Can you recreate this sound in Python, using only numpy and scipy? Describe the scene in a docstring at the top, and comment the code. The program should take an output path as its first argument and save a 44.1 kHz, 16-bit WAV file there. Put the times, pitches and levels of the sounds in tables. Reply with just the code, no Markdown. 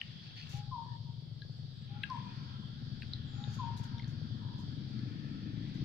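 """A far animal gives a two-note whistled call that rings on among the trunks: near sines, blurred by breath, with
tails of fading noise. Monkeys are on dry leaf litter under trees: fruit and twigs snap as bursts that set off short
rings, and leaves rustle and scuff close by as noise and random grains. Two small engines run to the left, made of
coloured puffs, one pulling away. Cicadas drone as bands of noise, with a cricket band and one thin falling note."""
import sys
import numpy as np
from scipy import signal
from scipy.fft import rfft, irfft, next_fast_len
from scipy.io import wavfile

SR = 44100
rng = np.random.default_rng(int(sys.argv[2]) if len(sys.argv) > 2 else 0)


def output_pcm(signal):
    """Save a mono or channel-first signal as 16-bit PCM at the path in sys.argv[1].

    Samples are clipped to [-1, 1] before scaling.
    """
    pcm = np.clip(np.atleast_2d(signal).T, -1, 1) * 32767
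    wavfile.write(sys.argv[1], SR, np.round(pcm).astype(np.int16))


N = 257544   # length in samples


def amp(db):
    """Turn decibels into a gain."""
    return 10 ** (np.asarray(db) / 20)


def rms_one(x):
    """Scale to an rms (average strength) of 1."""
    return x / np.sqrt(np.mean(x ** 2) + 1e-20)


def peak_one(x):
    """Scale so that the highest peak is 1."""
    return x / np.abs(x).max()


def in_time(rows):
    """Join the rows of a table with straight lines: one curve per column, one value per sample."""
    seconds, *columns = np.transpose(rows)
    return [np.interp(np.arange(N) / SR, seconds, column) for column in columns]


def colour(x, spectrum):
    """Filter x by a curve of (Hz, dB) points, with minimum phase so that a pulse rings after itself; rms 1."""
    hz, db = np.transpose(spectrum)
    size = 2 * next_fast_len(N // 2 + 4096)
    axis_hz = np.maximum(np.arange(size // 2 + 1) * SR / size, 1)
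    gain = amp(np.interp(np.log(axis_hz), np.log(hz), db))
    # folding the cepstrum (the spectrum of the log gain) gives the minimum phase
    cepstrum = irfft(np.log(gain), size)
    cepstrum[1:size // 2] *= 2
    cepstrum[size // 2 + 1:] = 0
    filtered = irfft(rfft(x, size) * np.exp(rfft(cepstrum)), size)
    return rms_one(filtered[..., :N])


def drift(rate):
    """Slow random wandering of spread 1; a higher rate in Hz wanders faster."""
    step = 40   # worked out once every 40 samples, then joined by lines
    r = np.exp(-2 * step * np.pi * rate / SR)
    white = rng.standard_normal(N // step + 2002)
    slow = signal.lfilter([1], [1, -2 * r, r * r], white)[2000:]   # skip the settling
    return np.interp(np.arange(N) / step, np.arange(len(slow)), rms_one(slow))


def resonance(x, hz, width):
    """Let x ring round one pitch: a two-pole peak with gain 1 on top, width in Hz."""
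    r = np.exp(-np.pi * width / SR)
    feed = np.array([1, 0, -1]) * (1 - r * r) / 2
    return signal.lfilter(feed, [1, -2 * r * np.cos(2 * np.pi * hz / SR), r * r], x)


def band(x, hz, width):
    """Apply a resonance three times for steep skirts; rms 1."""
    for _ in range(3):
        x = resonance(x, hz, width)
    return rms_one(x)


def swell(start, length, attack, release_db_per_s):
    """Loudness shape: a straight rise, a hold to the end of length, then a steady fall in dB."""
    t = np.arange(N) / SR - start
    return np.clip(t / attack, 0, 1) * amp(-release_db_per_s * np.maximum(t - length, 0))


def place(x, left_db, lag_s):
    """Make the left louder by left_db and later by lag_s; the mean gain of both sides is 1."""
    late = np.interp(np.arange(N) - lag_s * SR, np.arange(N), x)
    gains = amp([[left_db / 2], [-left_db / 2]])
    return np.array([late, x]) * gains / gains.mean()


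def trees(x, t60):
    """Scatter from many trunks: a noise tail that falls 60 dB in t60 seconds, different on each side."""
    t = np.arange(int(1.5 * SR)) / SR
    tail = rng.standard_normal((2, len(t))) * amp(-60 * t / t60)
    tail /= np.sqrt(np.sum(tail ** 2, axis=1, keepdims=True))
    return signal.fftconvolve(np.atleast_2d(x), tail, axes=1)[:, :N]


def whistle(hz, level, breath, breath_hz):
    """A near sine following pitch and level; breath blurs it into a narrow band."""
    sine = np.sin(2 * np.pi * np.cumsum(hz) / SR)
    return level * (1 + breath * drift(breath_hz)) * np.sqrt(2) * sine


def firings(per_s, uneven_db):
    """One puff per engine firing, each of its own strength, and the swell of turbulence that follows it."""
    speed = per_s * (1 + .012 * drift(2.5))   # the speed wanders by about 1.2 %
    turns = np.cumsum(speed) / SR + .3
    fired = np.diff(np.floor(turns), prepend=0) > 0
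    puffs = rms_one(fired * amp(uneven_db * rng.standard_normal(N)))
    gust = amp(0.15 * np.cos(2 * np.pi * turns))
    return puffs, gust


def engine(uneven_db, rumble_db, spread_db):
    """Two small engines to the left: one idles, the other stands under load and then speeds away."""
    # The idling engine. Each row: time in seconds, level in dB, level of the deepest notes in dB.
    idle_levels = [(0.0, -49.5, -55.5), (0.24, -54.5, -65), (0.55, -44.5, -54), (1.06, -46, -58.5),
                   (2.2, -46.5, -60), (3.4, -43, -51), (4.0, -41.5, -53), (5.2, -42.5, -57.5),
                   (5.84, -48, -50.5)]
    # Its speed. Each row: time in seconds, firings per second.
    idle_speed = [(0, 22.0), (1.0, 22.0), (2.4, 21.6), (5.84, 21.3)]
    # The departing engine. Each row: time in seconds, level of its body in dB, level of its upper notes in dB.
    departing_levels = [(0, -52.5, -61), (1.75, -68.5, -61), (2.2, -53.5, -52.5), (3.3, -68.5, -51),
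                        (4.1, -61.5, -49.5), (5.1, -53, -47.5), (5.84, -45, -49)]
    # Tone of the idling exhaust: main notes, deepest notes, sharp edge of each puff. Each row: pitch in Hz, dB.
    idle_notes = [(70, -39.5), (100, 3), (125, 6), (155, 1.5), (185, -18.5), (260, -27), (500, -71),
                  (1500, -120)]
    deep_notes = [(12, -14.5), (45, -17.5), (65, -13), (88, -2), (105, -15.5), (140, -67), (300, -120)]
    tick_notes = [(150, -38), (280, -4.5), (500, -6), (800, -11), (1500, -62)]
    # Tone of the departing exhaust: body, upper notes, notes that brighten. Each row: pitch in Hz, dB.
    body_notes = [(80, -38.5), (110, -8), (140, -5.5), (170, -8.5), (200, -20), (280, -38.5), (1000, -120)]
    loaded_notes = [(120, -29.5), (190, 5.5), (230, 4.5), (300, -10), (400, -19.5), (600, -28.5),
                    (1000, -67.5), (2000, -120)]
    bright_notes = [(200, -55), (260, -1), (300, 3.5), (340, -9), (420, -23.5), (700, -33), (2000, -120)]

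    idle_db, deep_db = in_time(idle_levels)
    body_db, upper_db = in_time(departing_levels)
    # 18 firings per second under load; from 4 s on it gains 5.9 per second, every second
    gained = 5.9 * np.maximum(np.arange(N) / SR - 4.0, 0)
    idle, idle_gust = firings(in_time(idle_speed)[0], uneven_db)
    away, away_gust = firings(18 + gained, uneven_db)
    bright_db = upper_db - 15.5 + 1.38 * gained   # the note brightens with speed
    tick_db = idle_db - 28
    noise = rng.standard_normal((4, N))

    # each part: tone, level in dB, puffs mixed with gusty noise
    low_parts = [(idle_notes, idle_db, idle + amp(rumble_db) * idle_gust * noise[0]),
                 (deep_notes, deep_db, idle + amp(4.5) * idle_gust * noise[1]),
                 (tick_notes, tick_db, idle * amp(4.5 * noise[0])),   # ticks of uneven strength
                 (body_notes, body_db, away + amp(rumble_db) * away_gust * noise[1])]
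    upper_parts = [(loaded_notes, upper_db, away + amp(3.5) * away_gust * noise[0]),
                   (bright_notes, bright_db, away + amp(-5.0) * away_gust * noise[1])]
    low = sum(amp(db) * colour(puffs, notes) for notes, db, puffs in low_parts)
    upper = sum(amp(db) * colour(puffs, notes) for notes, db, puffs in upper_parts)
    scattered = sum(amp(db) * colour(noise[2:], notes) for notes, db, _ in low_parts + upper_parts)
    # the upper notes reach both sides closer together
    direct = place(low, left_db=7.5, lag_s=.00045) + place(upper, left_db=7.5, lag_s=.00027)
    return direct + amp(spread_db) * scattered


STIR_LAG_S = .00047   # how much later stir and scuffs reach the left side


def leaves():
    """A dull stir of foliage in narrow patches that come and go, and crisp dense grains when a limb drags."""
    # Foliage stirred. Each row: time in seconds, low stir in dB, high stir in dB, both before the left-right tilt.
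    stirring = [(0.0, -69, -62), (0.3, -69, -71), (0.55, -67, -63), (0.7, -73, -78.5), (1.0, -80.5, -80),
                (1.8, -74, -75.5), (2.13, -62.5, -62), (2.7, -67.5, -72), (3.33, -66.5, -69),
                (3.5, -60.5, -66), (4.1, -65, -68.5), (4.5, -67, -76.5), (4.99, -68, -66.5),
                (5.45, -68.5, -66.5), (5.84, -67, -63.5)]
    # A limb drags over dry leaves. Each row: start in seconds, length in seconds, level of the crackle in dB.
    drags = [(0.352, 0.13, -76), (0.489, 0.085, -62), (3.502, 0.041, -69.5), (3.534, 0.016, -66.5),
             (3.765, 0.025, -62.5), (3.832, 0.011, -65.5), (4.073, 0.034, -72), (4.58, 0.035, -72.5),
             (5.74, 0.017, -73)]
    # Tone of the low stir, the high stir and the crackle. Each row: pitch in Hz, strength in dB per Hz.
    low_tone = [(500, -26), (800, -8), (1150, -9), (1350, -1), (1500, -3.5), (1700, -1.5), (1950, -12),
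                (2600, -48)]
    high_tone = [(1400, -44), (1900, -5), (2700, 1.5), (4400, -6), (6000, -11.5), (7200, -45.5),
                 (9000, -87.5)]
    crackle_tone = [(1760, -68.5), (3000, -14), (4580, -27), (5740, -11.5), (7100, -17), (8140, -28),
                    (13200, -28.5), (15400, -40)]

    low_db, high_db = in_time(stirring)
    crackle = sum(amp(db) * swell(s, length, attack=.0041, release_db_per_s=347) for s, length, db in drags)
    shared = .6   # share of the stir's power that comes from one place on the left
    white = np.sqrt(1 - shared) * rng.standard_normal((2, N))
    white = white + np.sqrt(shared) * place(rng.standard_normal(N), 0, STIR_LAG_S)

    born = rng.random((2, N)) < 5000 / SR   # about 5000 grains per second
    strength = amp(3.6 * np.minimum(rng.exponential(1, (2, N)), 4))
    grains = born * strength * rng.choice([-1, 1], (2, N))

    patches = 0
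    for hz in np.geomspace(750, 6500, 30):
        patches = patches + resonance(white, hz, .06 * hz) * amp(2.8 * drift(5)) / np.sqrt(hz)
    low = amp(low_db) * colour(patches, low_tone)
    high = amp(high_db) * colour(rms_one(patches) + 0.47 * rms_one(grains), high_tone)
    return (low + high) * amp([[3.5], [-3.5]]) + crackle * colour(grains, crackle_tone)


def insects():
    """A far cicada chorus in broad bands that swell on their own, a faint cricket band and one thin falling note."""
    # Cicada bands. Each row: centre in Hz, width in Hz, level against the other bands in dB.
    cicadas = [(3320, 645, 1), (3840, 520, -0.5), (4516, 1330, 1.5)]
    # Loudness of the whole chorus. Each row: time in seconds, level in dB.
    chorus_levels = [(0.0, -60.5), (0.42, -56), (0.63, -59.5), (1.1, -63), (2.2, -61), (3.6, -56.5),
                     (4.1, -60), (4.85, -57.5), (5.3, -62.5), (5.84, -57)]
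    # The thin note, one row: start in seconds, length in seconds, level in dB before breath unsettles it,
    # start pitch in Hz, end pitch in Hz, settling time in seconds.
    thin_note = (3.23, .38, -83, 7550, 6620, .12)

    white = rng.standard_normal((2, N))
    bands = sum(amp(db + 1.6 * drift(3)) * band(white, hz, width) for hz, width, db in cicadas)
    tilt_db = np.array([[-.5], [.5]])   # the right is 1 dB louder
    chorus = amp(in_time(chorus_levels)[0] + tilt_db) * rms_one(bands)
    cricket = amp(-93 + 3.5 * drift(6)) * band(white, hz=7650, width=300)

    s, length, db, start_hz, end_hz, settle = thin_note
    since = np.maximum(np.arange(N) / SR - s, 0)
    hz = end_hz + (start_hz - end_hz) * np.exp(-since / settle)
    level = amp(db) * swell(s, length, attack=0.097, release_db_per_s=200)
    thin = whistle(hz, level, breath=3.4, breath_hz=220)
    return chorus + cricket + trees(thin, t60=0.24)


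def air():
    """The steady air of the wood: coloured noise, different on each side and 3 dB louder on the left."""
    # Tone of the air. Each row: pitch in Hz, strength in dB per Hz.
    air_tone = [(180, -14.5), (300, 8), (1180, -8), (2280, -25), (2890, -26.5), (3330, -5), (4110, -3),
                (4790, 2), (6430, -47), (7820, -53), (8500, -48.5), (11000, -73), (18700, -120)]
    return amp(-67) * colour(rng.standard_normal((2, N)), air_tone) * amp([[1.5], [-1.5]])


def snaps():
    """Each snap is a tearing burst of 1 ms: a treble tick, two short rings and a lower hollow ring that lasts."""
    # Snaps of fruit and twigs. Each row: time in seconds, low ring in dB, low ring in Hz, middle ring in dB,
    # middle ring in Hz, high ring in Hz, high ring in dB, treble tick in dB, time in seconds for the low
    # resonance to fall 60 dB, left louder than right in dB. The ring and tick levels are peaks before the sides are set.
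    snap_table = [(0.0136, -40.5, 1870, -39, 2270, 2950, -28, -59, 0.018, 6.5),
                  (0.195, -80, 1520, -60, 2900, 3300, -49, -78, 0.034, -6),
                  (1.4184, -51, 1660, -51, 3520, 3950, -45, -81, 0.045, 9),
                  (2.033, -39, 2010, -41, 3310, 3930, -37.5, -60, 0.0099, 2),
                  (2.036, -36.5, 1640, -28.5, 2700, 3010, -33.5, -60, 0.036, 12),
                  (2.1, -53, 1510, -52, 5100, 4500, -47.5, -67, 0.02, -9),
                  (3.021, -45.5, 1880, -41.5, 2460, 3980, -48, -65, 0.012, 10.5),
                  (3.0302, -53, 1590, -46, 2480, 4400, -47, -67, 0.015, -2),
                  (3.1341, -60, 2110, -30, 3950, 4700, -41.5, -69, 0.01, 5.5),
                  (3.4394, -62, 1450, -51, 3020, 3700, -38.5, -83, 0.027, 10),
                  (3.7751, -77, 1830, -62, 5020, 4000, -48.5, -60, 0.043, 14),
                  (3.8398, -78, 1590, -64, 5000, 3300, -50, -62, 0.025, 8),
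                  (3.982, -75, 1650, -56, 5430, 3580, -45, -81, 0.02, 8.5),
                  (3.9935, -74, 2480, -46, 3230, 5160, -54, -82, 0.01, 2),
                  (3.9964, -44, 2110, -58, 3210, 4330, -50, -77, 0.013, 3),
                  (4.022, -69, 1900, -56, 3600, 4300, -48, -85, 0.01, -1),
                  (4.0298, -53, 2050, -70, 3000, 4550, -55, -85, 0.012, 4),
                  (4.043, -58, 1800, -46, 4330, 3570, -54, -83, 0.01, -6),
                  (4.078, -72, 1490, -62.5, 6400, 5370, -63, -82, 0.013, -9),
                  (4.9915, -63.5, 2020, -66, 3300, 4340, -45, -87.5, 0.04, 4)]
    out = np.zeros((2, N))
    t = np.arange(4410) / SR
    bursts = rng.standard_normal((len(snap_table), len(t))) * t ** 2 * np.exp(-t / .0002)
    for burst, row in zip(bursts, snap_table):
        s, low_db, low_hz, mid_db, mid_hz, high_hz, high_db, tick_db, t60, left_db = row
        low = resonance(band(burst, low_hz, 600), low_hz, np.log(1000) / np.pi / t60)
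        mid = resonance(band(burst, mid_hz, 900), mid_hz, 450)
        high = resonance(band(burst, high_hz, 900), high_hz, 450)
        tick = band(burst, 9500, 9000)
        layers = ((low_db, low), (mid_db, mid), (high_db, high), (tick_db, tick))
        ring = sum(amp(db) * peak_one(x) for db, x in layers)
        at = round((s - .0005) * SR)   # start early, as the burst takes a moment to build
        out[:, at:at + len(t)] += ring * amp([[left_db / 2], [-left_db / 2]])
    return out + amp(-9.5) * trees(out, t60=.22)   # the trunks return some of each snap


def scuffs():
    """Each scuff is its own run of coarse grains on the left, setting curled leaves ringing at one pitch."""
    # A hand scuffs in the litter. Each row: start in seconds, length in seconds, level in dB,
    # ring of the curled leaves in Hz, level of that ring in dB.
    scuff_table = [(0.216, 0.055, -68, 4440, -63), (0.24, 0.069, -69, 2660, -66),
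                   (0.359, 0.037, -58, 1860, -62), (0.353, 0.067, -62, 4500, -57),
                   (0.377, 0.06, -60, 2630, -61), (0.45, 0.02, -64, 3500, -63),
                   (0.5, 0.096, -60.5, 3050, -63)]
    # Tone of the grains. Each row: pitch in Hz, strength in dB per Hz.
    scuff_tone = [(1400, -21), (1900, -17), (2700, 1), (3500, -14), (4500, -4), (5600, -11.5), (7200, -33),
                  (9000, -93)]
    near = 0
    for s, length, db, hz, ring_db in scuff_table:
        born = rng.random(N) < 700 * amp(2.5 * drift(90)) / SR   # around 700 grains per second, in clumps
        strength = amp(4.5 * np.minimum(rng.exponential(1, N), 2.5))
        grains = born * strength * rng.choice([-1, 1], N)
        ring = rms_one(resonance(resonance(grains, hz, 500), hz, 500))
        shape = swell(s, length, attack=.015, release_db_per_s=500)
        near = near + shape * (amp(db) * colour(grains, scuff_tone) + amp(ring_db) * ring)
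    return place(near, 5.0, STIR_LAG_S) + amp(-4) * trees(near, t60=.05)


def far_calls():
    """The notes arrive from the left, ring among the near swaying trees and die slowly in the far wood."""
    # Two-note calls. Each row: start of the low note in seconds, its level in dB, its swell in seconds,
    # start of the high note in seconds, its level in dB, time its pitch falls in seconds, pitch it settles on in Hz,
    # its length in seconds, its fading in dB per second, its late echo in dB against the note.
    # The levels are those before breath, echoes and the placing to the left.
    calls = [(0.528, -58.5, .008, 0.711, -43, .06, 930, .105, 15, -21),
             (1.885, -58.5, .06, 2.092, -40.5, .065, 938, .12, 110, -24),
             (3.362, -57.5, .05, 3.585, -43, .052, 929, .12, 25, -17.5)]
    low_length, release = .08, 698.5   # seconds, dB per second
    high_start_hz = 1073.6   # the high note drops from here to its pitch, then holds
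    breath, breath_hz = .28, 45   # how far and how fast breath unsettles a note
    held_hz = 935   # pitch round which most sound returns

    t = np.arange(N) / SR
    notes, late = 0, 0
    for low_s, low_db, low_swell, high_s, high_db, fall, settled_hz, length, fade, echo_db in calls:
        low_hz = 797 + 30 * np.clip((t - low_s) / low_length, 0, 1)   # the low note creeps up
        low = amp(low_db) * swell(low_s, low_length, low_swell, release)
        still_to_fall = np.clip(1 - (t - high_s) / fall, 0, 1)
        high_hz = settled_hz + (high_start_hz - settled_hz) * still_to_fall
        fading_db = high_db - fade * np.clip(t - high_s, 0, length)
        high = amp(fading_db) * swell(high_s, length, 0.016, release)
        high_note = whistle(high_hz, high, breath, breath_hz)
        notes = notes + whistle(low_hz, low, breath, breath_hz) + high_note
        late = late + amp(echo_db) * high_note

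    near_tail = amp(-11) * trees(notes, t60=0.35)
    far_tail = amp(-16.5) * trees(notes, t60=1.3)
    # a late echo from the edge of the wood, after .305 s; mostly the held pitch returns
    edge_echo = np.interp(t - .305, t, resonance(late, held_hz, 60))
    # a stand of trees returns an even smear from .06 to .165 s later, richest round the held pitch
    stand = rng.standard_normal((2, round(.165 * SR)))
    stand[:, :round(.06 * SR)] = 0
    stand = stand / np.sqrt(np.sum(stand ** 2, axis=1, keepdims=True))
    smear = signal.fftconvolve([resonance(notes, held_hz, 220)], stand, axes=1)[:, :N]
    echo = edge_echo + amp(-8.5) * smear

    sway = 1 + .45 * np.array([drift(70), drift(70)])   # moving air and leaves blur the tails
    doubled = notes + amp(-9) * np.interp(t - .04, t, notes)   # an early reflection doubles each note
    around = (near_tail + far_tail + echo) * amp([[3], [-3]]) * sway
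    return place(doubled, left_db=7.6, lag_s=.00005) + around


def blurred_calls():
    """Faint calls farther off, blurred to bands: noise through two equal resonances, different on each side."""
    # Each row: start in seconds, length in seconds, level in dB, centre in Hz.
    faint_calls = [(0.821, 0.13, -70, 1770), (1.9, 0.18, -66, 1397), (2.266, 0.47, -69, 1360),
                   (2.298, .34, -67.5, 1030), (3.316, 0.3, -70.5, 1360), (4.394, 0.238, -62, 939),
                   (5.103, 0.55, -68, 1778), (5.24, 0.25, -69.5, 1344)]
    white = rng.standard_normal((2, N))
    out = 0
    for s, length, db, hz in faint_calls:
        blur = rms_one(resonance(resonance(white, hz, 140.0), hz, 140.0))
        out = out + amp(db) * swell(s, length, attack=0.034, release_db_per_s=400) * blur
    return out


def scene():
    """All sources over the steady air of the wood."""
    engines = engine(uneven_db=2.5, rumble_db=-4.5, spread_db=-13)
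    close_by = leaves() + snaps() + scuffs()
    return engines + close_by + insects() + air() + far_calls() + blurred_calls()


def record(dry):
    """The microphone adds a faint treble hiss; the top is cut, 60 dB down from 15500 Hz upward."""
    treble = signal.butter(6, 8000, "high", fs=SR, output="sos")
    hiss = signal.sosfilt(treble, rng.standard_normal((2, N)))
    top_cut = signal.cheby2(20, 60, 15500, fs=SR, output="sos")
    return signal.sosfilt(top_cut, dry + amp(-86) * hiss)


dry = scene()
out = record(dry)
output_pcm(out)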